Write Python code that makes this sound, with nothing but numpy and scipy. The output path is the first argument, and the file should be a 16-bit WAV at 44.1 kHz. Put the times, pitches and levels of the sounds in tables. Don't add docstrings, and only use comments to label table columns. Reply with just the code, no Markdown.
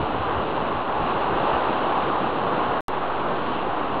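import sys
import numpy as np
from scipy import signal
from scipy.fft import rfft, irfft, next_fast_len
from scipy.io import wavfile
from scipy.ndimage import uniform_filter1d, map_coordinates

SR = 44100
rng = np.random.default_rng(int(sys.argv[2]) if len(sys.argv) > 2 else 0)


def bounce(signal):
    frames = np.transpose(np.atleast_2d(signal))
    limited = np.clip(frames, -1, 1)
    pcm = np.round(limited * 32767).astype(np.int16)
    wavfile.write(sys.argv[1], SR, pcm)


N = 176400
MIC_HZ = 5000


def downpour():
    # time_s, level_db
    strength = [(0, -25), (.16, -25.5), (.25, -24), (.31, -21), (.4, -23.5), (.5, -25), (.61, -23),
                (.7, -24), (.78, -23.5), (.84, -26.5), (.93, -22.5), (1.06, -23), (1.36, -21.5),
                (1.53, -21), (1.65, -20.5), (1.84, -22.5), (1.97, -21.5), (2.27, -23), (2.34, -24.5),
                (2.56, -22), (2.72, -22), (2.9, -24), (3.35, -24.5), (3.57, -25.5), (3.7, -24.5), (4, -25)]
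    # frequency_hz, level_db
    spectrum = [(100, -25.5), (300, -16), (550, -5.5), (690, -3.5), (820, -0.33), (950, -1.83),
                (1090, -0.84), (1300, -6), (1550, -11), (1900, -19.5), (2400, -30), (4000, -50),
                (5000, -67.5)]
    roar = amp(-3 + 0.26 * wobble(rate_hz=15)) * rush(spectrum, patchy_db=0.5)
    drops = shower(count=2000, pitch_hz=970, spread=0.38, cycles=7.1, size_db=4.0)
    patter = amp(-10.5) * coloured(drops, spectrum)
    return amp(curve(strength)) * (roar + patter)


def wind():
    # time_s, level_db
    strength = [(0, -26.5), (.14, -31), (.37, -30), (.65, -29), (.87, -32), (1.05, -28), (1.4, -27),
                (1.58, -29), (2.3, -28.5), (2.53, -26.5), (2.7, -31), (3.1, -32.5), (3.45, -30), (4, -30)]
    # frequency_hz, level_db
    spectrum = [(20, -20), (55, -8), (98, -9.5), (122, -4), (150, -5), (240, -2), (320, 1), (390, 0.5),
                (490, -1), (620, -5.5), (900, -12), (2000, -38), (4000, -69)]
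    return amp(curve(strength) + 0.36 * wobble(rate_hz=7.6)) * rush(spectrum, patchy_db=1)


def wind_bumps():
    # peak_s, level_db, half_width_s
    gusts = [(0.007, -27, 0.029), (0.204, -33, 0.055), (0.379, -33, 0.026), (0.771, -33.5, 0.027),
             (1.021, -29, 0.02), (1.345, -36.5, 0.03), (1.55, -36, 0.015)]
    # frequency_hz, level_db
    spectrum = [(15, -20.5), (35, -8.5), (55, -3.5), (80, -5.5), (130, -10.5), (300, -23.5), (1000, -65)]
    t = np.arange(N) / SR
    swells = sum(amp(db) * np.exp(-.5 * ((t - peak_s) / width_s) ** 2) for peak_s, db, width_s in gusts)
    return swells * rush(spectrum, patchy_db=0)


def spray():
    # time_s, level_db
    strength = [(0, -40), (.7, -40), (.84, -41.5), (1.1, -38.5), (1.3, -38.8), (1.5, -37), (1.8, -38),
                (2.2, -39), (2.42, -40), (2.63, -39), (2.95, -42), (3.4, -40.5), (3.5, -38.5), (3.7, -41.5),
                (4, -41.5)]
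    # frequency_hz, level_db
    spectrum = [(1000, -14), (1900, -2.5), (2300, -3), (2750, 3), (3150, -1), (3900, -7.5), (4400, -16),
                (4900, -31.5)]
    drops = shower(count=6000, pitch_hz=3160, spread=.3, cycles=2.1, size_db=4.0)
    splashes = amp(-4.5) * coloured(drops, spectrum)
    hiss = amp(-2.5) * rush(spectrum, patchy_db=0.9)
    return amp(curve(strength)) * (splashes + hiss)


def shower(count, pitch_hz, spread, cycles, size_db):
    moment, size_draw = np.hsplit(rng.random((count, 2)), 2)
    hz = np.minimum(pitch_hz * np.exp(spread * rng.standard_normal((count, 1))), MIC_HZ)
    size = amp(size_db * np.minimum(-np.log(1 - size_draw), np.pi))
    age = np.arange(SR // 100)
    turns = hz * age / SR
    rings = size * np.sin(2 * np.pi * turns) * np.exp(-np.log(1000) * turns / cycles)
    positions = (moment * N).astype(int) + age
    return np.bincount(positions.ravel(), rings.ravel(), N)[:N]


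def rush(spectrum, patchy_db):
    noise = signal.stft(rng.standard_normal(N), nperseg=512)[2]
    patches = uniform_filter1d(rng.standard_normal(noise.shape), size=5, axis=0)
    patches = uniform_filter1d(patches, size=14, axis=1)
    flickering = signal.istft(noise * amp(patchy_db * unit(patches)), nperseg=512)[1][:N]
    return coloured(flickering, spectrum)


def coloured(x, spectrum):
    points_hz, db = np.transpose(spectrum)
    return unit(filtered(x, lambda hz: amp(np.interp(np.log(hz + 1), np.log(points_hz), db))))


def filtered(x, response):
    size = next_fast_len(N + 8192)
    return irfft(rfft(x, size) * response(np.fft.rfftfreq(size, 1 / SR)), size)[:N]


def wobble(rate_hz):
    return map_coordinates(rng.standard_normal(400), [np.arange(N) * rate_hz / SR], mode="wrap")


def curve(rows):
    return np.interp(np.arange(N) / SR, *np.transpose(rows))


def amp(db):
    return 10 ** (np.asarray(db) / 20)


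def unit(x):
    return x / np.sqrt(np.mean(x ** 2) + 1e-20)


def scene():
    return (downpour() + wind() + wind_bumps() + spray())[None]


def record(dry):
    stop_s, resume_s = 2.8075, 2.8826
    click_decay_s, thump_decay_s = 0.001, 2.5
    offset = 0.015
    fade_s, top_hz = .001, 16300
    t = np.arange(N) / SR
    dull = filtered(dry[0], lambda hz: 1 / np.sqrt(1 + (hz / MIC_HZ) ** 100))
    live = (t < stop_s) | (t >= resume_s)
    since_s = np.abs(t - resume_s)
    click = 0.049 * np.exp(-since_s / click_decay_s)
    thump = 0.012 * np.exp(-since_s / thump_decay_s)
    interrupted = live * (dull + offset) + (t >= resume_s) * (click + thump)
    fade = np.minimum(np.minimum(t, t[-1] - t) / fade_s, 1)
    return filtered(fade * interrupted, lambda hz: 1 / np.sqrt(1 + (hz / top_hz) ** 80))[None]


dry = scene()
out = record(dry)
bounce(out)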